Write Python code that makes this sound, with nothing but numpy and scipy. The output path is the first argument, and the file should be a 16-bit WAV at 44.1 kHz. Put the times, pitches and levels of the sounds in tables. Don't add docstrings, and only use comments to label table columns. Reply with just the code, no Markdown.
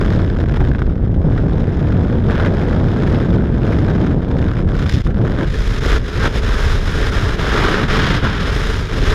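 import sys
import numpy as np
from scipy import signal
from scipy.fft import rfft, irfft, next_fast_len
from scipy.io import wavfile
from scipy.ndimage import map_coordinates

SR = 44100
rng = np.random.default_rng(int(sys.argv[2]) if len(sys.argv) > 2 else 0)


def generate_wav(signal):
    frames = np.transpose(np.atleast_2d(signal))
    scaled = np.clip(frames, -1, 1) * 32767
    pcm = np.round(scaled).astype(np.int16)
    wavfile.write(sys.argv[1], SR, pcm)


N = 403074

# f/Hz, relative level/dB
EDDY_SPECTRUM = [(8, -4), (40, 2), (100, 1), (170, -3.5), (280, -17), (500, -38.5), (1500, -83.5)]
RUMBLE_SPECTRUM = [(5, -29), (15, -11), (35, -3), (55, -6), (90, -12.5), (200, -26), (500, -97)]
ROAR_SPECTRUM = [(100, -30.5), (200, 1), (290, -1), (420, 0), (540, -5), (720, -11.5), (1000, -17.5),
                 (2000, -51), (5000, -97)]
HOLLOW_SPECTRUM = [(100, -21), (200, -8.5), (270, -5), (335, -7.5), (400, -3), (445, -1), (485, -9.5),
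                   (560, -9.5), (680, -16.5), (1000, -25.5), (5000, -86.5)]
RASP_SPECTRUM = [(300, -25.5), (700, -6.5), (1000, -1), (1350, 2), (1750, -3.5), (2200, -8), (2700, -14.5),
                 (3600, -16), (4500, -27), (6500, -43), (8000, -45), (15000, -59)]
HISS_SPECTRUM = [(900, -25.5), (1800, 8), (2700, 2), (3700, 4), (4500, -4.5), (6500, -9), (8000, -18.5),
                 (10500, -21.5), (13500, -29), (15000, -32.5)]
# f/Hz, width/Hz, gain/dB
WIND_EQ = [(1343, 8.6, -3.5), (1600, 390, 4.5), (3300, 900, 2.5), (5140, 700, 7.5), (6900, 840, 2.5),
           (9700, 1500, 3), (13200, 1600, 4.5)]
# t/s, speed/ratio
EDDY_SPEED = [(0, .9), (1.05, .78), (1.3, 1), (1.9, 1.02), (2.15, 1.2), (2.38, .92), (2.6, 1.1),
              (4.2, 1.16), (5, .7), (5.35, 1.1), (5.6, .65), (6.2, .85), (6.6, .65), (7.3, .78), (7.9, 1.1),
              (8.35, 1.3), (8.55, .76), (9.14, .8)]
# t/s, level/dB
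SLIPSTREAM_WIND = [(0, 5.5), (0.45, 0.6), (0.62, 1), (0.82, -2.5), (0.93, -9), (1.13, -7.5), (1.3, -2),
                   (2.2, -1.6), (2.6, 2), (3.2, 3.5), (3.5, -3.5), (3.72, 3.5), (3.98, 2.5), (4.2, -3),
                   (4.6, 2.5), (5.15, -3.0), (5.45, 6.5)]
# t/s, level/dB
FREE_FALL_WIND = [(5.45, -12.5), (5.65, -6.5), (6.45, -2), (6.72, 0), (6.8, -3), (7.15, 3.5), (7.33, -1),
                  (7.65, 10), (7.9, 5), (8.2, 0.5), (8.6, 0), (8.9, -4), (9.14, 5)]
# t/s, roughness (a unit gives about half a dB of burst depth)
TURBULENCE = [(0, 6), (.45, 9.5), (.8, 5.8), (.95, 4), (2.3, 2.5), (4.6, 4.5), (4.92, 2), (5.15, 7),
              (5.55, 4), (7.2, 2.5), (9.14, 4)]
# start/s, end/s, rasp/dB, hiss/dB, roar/dB, buffeting/dB
GUSTS = [(0.187, 0.254, 1, 1.5, 1.5, -0.5), (0.598, .63, 4, 2, 9, 2.5),
         (1.165, 1.279, -2.5, -1.5, 3.5, 1.5), (1.545, 1.615, -2, 1.5, 5, 1), (2.287, 2.481, 8.5, 5, 5, -1),
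         (4.272, 4.366, -2.5, -1.5, 2, -0.5), (4.762, 4.9, 3, 8.5, -4.5, -1),
         (4.892, 4.951, 1, 14.5, -6, 5), (4.948, 5.075, -0.5, 11, -8, 1), (5.381, 5.44, 4, 3.5, 4, 0.5),
         (5.831, 5.986, 7, 6, 7, 2), (6.201, 6.28, 8.5, 5, 5, 0.5), (6.351, 6.387, -3, 2.5, 3, -1.5),
         (7.898, 8.181, 3, 5, 0.5, 1), (8.227, 8.276, 7, 3.5, -2, 3.5), (8.397, 8.806, 0, 1.8, 0, -.5),
         (8.964, 9.125, -2, 1, 2, 3)]
# t/s, half length/s, rush/dB, roar/dB, buffeting/dB
DROPOUTS = [(.07, .09, -.5, -3, -1.5), (.97, 0.079, 0, -2.5, -1), (1.09, .018, -5, -10.5, -1),
            (2.7, .2, 0, 1.5, -2), (2.53, 0.021, -0.5, 4, -4), (4.2, .04, 0, -3.5, 0.5),
            (4.53, 0.036, 0, -12.5, -3.5), (4.65, .025, -10, -3, 1.5), (4.91, 0.018, 0, 1, -16),
            (5.032, 0.0097, -14, -16, -27), (5.803, .005, -7.5, -11, -3), (6.015, 0.037, -8, -4.5, -1),
            (6.11, .035, -2.5, -1.5, -9), (6.31, 0.023, -5, -0.5, -7), (6.41, .011, -8, 0, -8),
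            (6.81, 0.033, -3, 0, -1), (7.11, 0.0074, -9, -5, 0), (7.372, .014, -8, -1, -12),
            (7.868, .014, -9, -16, -6), (8.208, 0.0092, -3, -6, -8), (8.35, 0.051, 1.5, -7.5, -3.5),
            (8.88, 0.026, -2, -2, -6.5)]
# t/s, level/dB (before the crack and suction trims)
SLAPS = [(0.1935, -13), (0.3005, -13), (0.3629, -15), (0.4588, -21), (0.486, -21), (0.5401, -12.5),
         (0.6049, -11.5), (0.6736, -15), (0.7148, -11.5), (0.7491, -12), (0.784, -18.5), (0.819, -11),
         (2.379, -12.5), (2.4496, -12), (2.962, -14), (3.9802, -16.5), (4.8595, -16), (5.0672, -14)]
# level/dB, slope/(dB per octave)
BUFFET_FADER = [(-14.5, 1.8), (-21, 5.1)]
RUMBLE_FADER = [(-21, -11), (-18.5, -7)]
SHEEN_FADER = [(0.024, -2), (-1.4, -8.5)]
# level/dB, slope/(dB per dB)
ROAR_FADER = [(-26.5, 0.79), (-26, 0.63)]
RASP_FADER = [(-35.6, 1), (-27.5, 0.86)]
HISS_FADER = [(-46, 1.26), (-31, 0.58)]

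EXIT_S, EXIT_FADE_S = 5.46, 0.017


def overload(speed, drive):
    pressure = map_coordinates(noise(EDDY_SPECTRUM), [np.cumsum(speed)], order=1, mode="mirror")
    return np.tanh(drive * pressure)


def buffet(diaphragm, speed_octaves, leak_hz, vent_hz, round_hz):
    def response(hz):
        leaks = 1j * hz / (leak_hz + 1j * hz) * 1j * hz / (vent_hz + 1j * hz)
        return leaks / (1 + 1j * hz / round_hz) ** 2

    gain = ride(BUFFET_FADER, speed_octaves, at_s=5.31, fade_s=0.15)
    throb = amp(1.15 * wobble(rate_hz=15))
    return gain * throb * unit(filtered(diaphragm, response))


def rumble(speed_octaves):
    return ride(RUMBLE_FADER, speed_octaves) * unit(np.tanh(0.48 * noise(RUMBLE_SPECTRUM)))


def roar(flapping, roughness):
    hollow_share = crossfade(0.057, 0.93)
    broad = housing(bursts(flapping, depth_db=0.5 * roughness), ROAR_SPECTRUM)
    hollow = housing(bursts(flapping, depth_db=3.0), HOLLOW_SPECTRUM)
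    return np.sqrt(1 - hollow_share) * broad + np.sqrt(hollow_share) * hollow


def rush(diaphragm, flapping, roughness, rasp_gain, hiss_gain, sheen_gain, shelf_hz):
    choked_share = crossfade(0.73, 0.07)
    passing = np.sqrt(1 - choked_share + choked_share * unit(1 - diaphragm ** 2) ** 2)
    rasp = rasp_gain * housing(passing * bursts(flapping, 0.52 * roughness), RASP_SPECTRUM)
    hiss = hiss_gain * housing(passing * bursts(flapping, 0.55 * roughness), HISS_SPECTRUM)
    sheen = filtered(hiss, lambda hz: hz ** 6 / (hz ** 6 + shelf_hz ** 6))
    return rasp + hiss + (sheen_gain - 1) * sheen


def slaps(crack_db, crack_t60_s, suction_db, suction_s):
    t = np.arange(SR // 20) / SR
    cracks, suction = np.zeros((2, N + SR))
    age = t / suction_s
    swing = age * (2 - age) * np.exp(-age)
    for at_s, db in SLAPS:
        start = round(at_s * SR)
        envelope = amp(db + crack_db - 60 * t / crack_t60_s)
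        cracks[start:start + len(t)] += envelope * rng.standard_normal(len(t))
        suction[start:start + len(t)] -= amp(db + suction_db) * swing
    return housing(cracks, RASP_SPECTRUM) + suction[:N]


def swirl(flap_hz, tear_hz):
    swings = unit(wobble(flap_hz) + wobble(tear_hz))
    return unit(np.tanh(swings / 2))


def bursts(flapping, depth_db):
    trim = np.exp(np.log(amp(depth_db)) ** 2)
    return rng.standard_normal(N) * amp(depth_db * flapping) / trim


def gusts(edge_s, build):
    t, rows = np.arange(N) / SR, np.array(GUSTS)
    shapes = []
    for start, end in rows[:, :2]:
        gate = np.clip(0.5 + np.minimum(t - start, end - t) / edge_s, 0, 1)
        progress = (t - start) / (end - start)
        shapes.append(gate * (1 + build * (progress - 0.5)))
    return amp(rows[:, 2:].T @ shapes)


def dips(rows):
    t, rows = np.arange(N) / SR, np.array(rows)
    bells = [1 / (1 + ((t - at_s) / half_s) ** 4) for at_s, half_s in rows[:, :2]]
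    return amp(rows[:, 2:].T @ bells)


def housing(air, spectrum, size=8192):
    hz = np.fft.rfftfreq(size, 1 / SR)
    eq_db = sum(db / (1 + (2 * (hz - centre) / width) ** 2) for centre, width, db in WIND_EQ)
    cepstrum = irfft(np.log(amp(level_at(spectrum, hz) + eq_db)))
    cepstrum[1:size // 2] *= 2
    cepstrum[size // 2 + 1:] = 0
    ring = irfft(np.exp(rfft(cepstrum)))
    return signal.fftconvolve(air, ring / np.linalg.norm(ring))[:N]


def crossfade(slipstream, free_fall, at_s=EXIT_S, fade_s=EXIT_FADE_S):
    fallen = (1 + np.tanh((np.arange(N) / SR - at_s) / fade_s)) / 2
    return (1 - fallen) * slipstream + fallen * free_fall


def ride(fader, control, **timing):
    return amp(crossfade(*[db + slope * control for db, slope in fader], **timing))


def automation(points):
    return np.interp(np.arange(N) / SR, *np.transpose(points))


def wobble(rate_hz):
    knots = rng.standard_normal(int(N * rate_hz / SR) + 4)
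    return unit(map_coordinates(knots, [np.arange(N) * rate_hz / SR]))


def noise(spectrum):
    return unit(filtered(rng.standard_normal(N), lambda hz: amp(level_at(spectrum, hz))))


def filtered(x, response):
    size = next_fast_len(N + SR // 2)
    return irfft(rfft(x, size) * response(np.fft.rfftfreq(size, 1 / SR)), size)[:N]


def level_at(spectrum, hz):
    points_hz, db = np.transpose(spectrum)
    return np.interp(np.log(hz + 1), np.log(points_hz + 1), db)


def amp(db):
    return 10 ** (np.asarray(db) / 20)


def unit(x):
    return x / np.sqrt(np.mean(x ** 2) + 1e-20)


def scene():
    strength_db = crossfade(automation(SLIPSTREAM_WIND), automation(FREE_FALL_WIND))
    strength_db += 0.55 * wobble(rate_hz=18)
    speed = automation(EDDY_SPEED)
    speed_octaves = np.log2(speed)
    roughness = automation(TURBULENCE)
    diaphragm = overload(speed, drive=2.36)
    flapping = swirl(flap_hz=175, tear_hz=650)
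    rasp_gust, hiss_gust, roar_gust, buffet_gust = gusts(edge_s=0.0089, build=0.44)
    rush_dip, roar_dip, buffet_dip = dips(DROPOUTS)
    duck, = dips([(at_s - 0.006, 0.005, -6) for at_s, _ in SLAPS])

    thumps = buffet(diaphragm, speed_octaves, leak_hz=74, vent_hz=31.2, round_hz=1230)
    buffeting = buffet_gust * buffet_dip * (thumps + rumble(speed_octaves))
    body = roar_gust * ride(ROAR_FADER, strength_db) * roar(flapping, roughness)
    top = rush(diaphragm, flapping, roughness,
               rasp_gain=rasp_gust * ride(RASP_FADER, strength_db),
               hiss_gain=hiss_gust * ride(HISS_FADER, strength_db),
               sheen_gain=ride(SHEEN_FADER, speed_octaves), shelf_hz=5200)
    hits = slaps(crack_db=-8.5, crack_t60_s=0.016, suction_db=7.0, suction_s=0.0013)
    return buffeting + duck * (roar_dip * body + rush_dip * top) + hits


def record(dry):
    ceiling, top_hz = 0.95, 15200
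    rounded = dry / (1 + np.abs(dry / ceiling) ** 8) ** (1 / 8)
    return filtered(rounded, lambda hz: hz < top_hz)


dry = scene()
out = record(dry)
generate_wav(out)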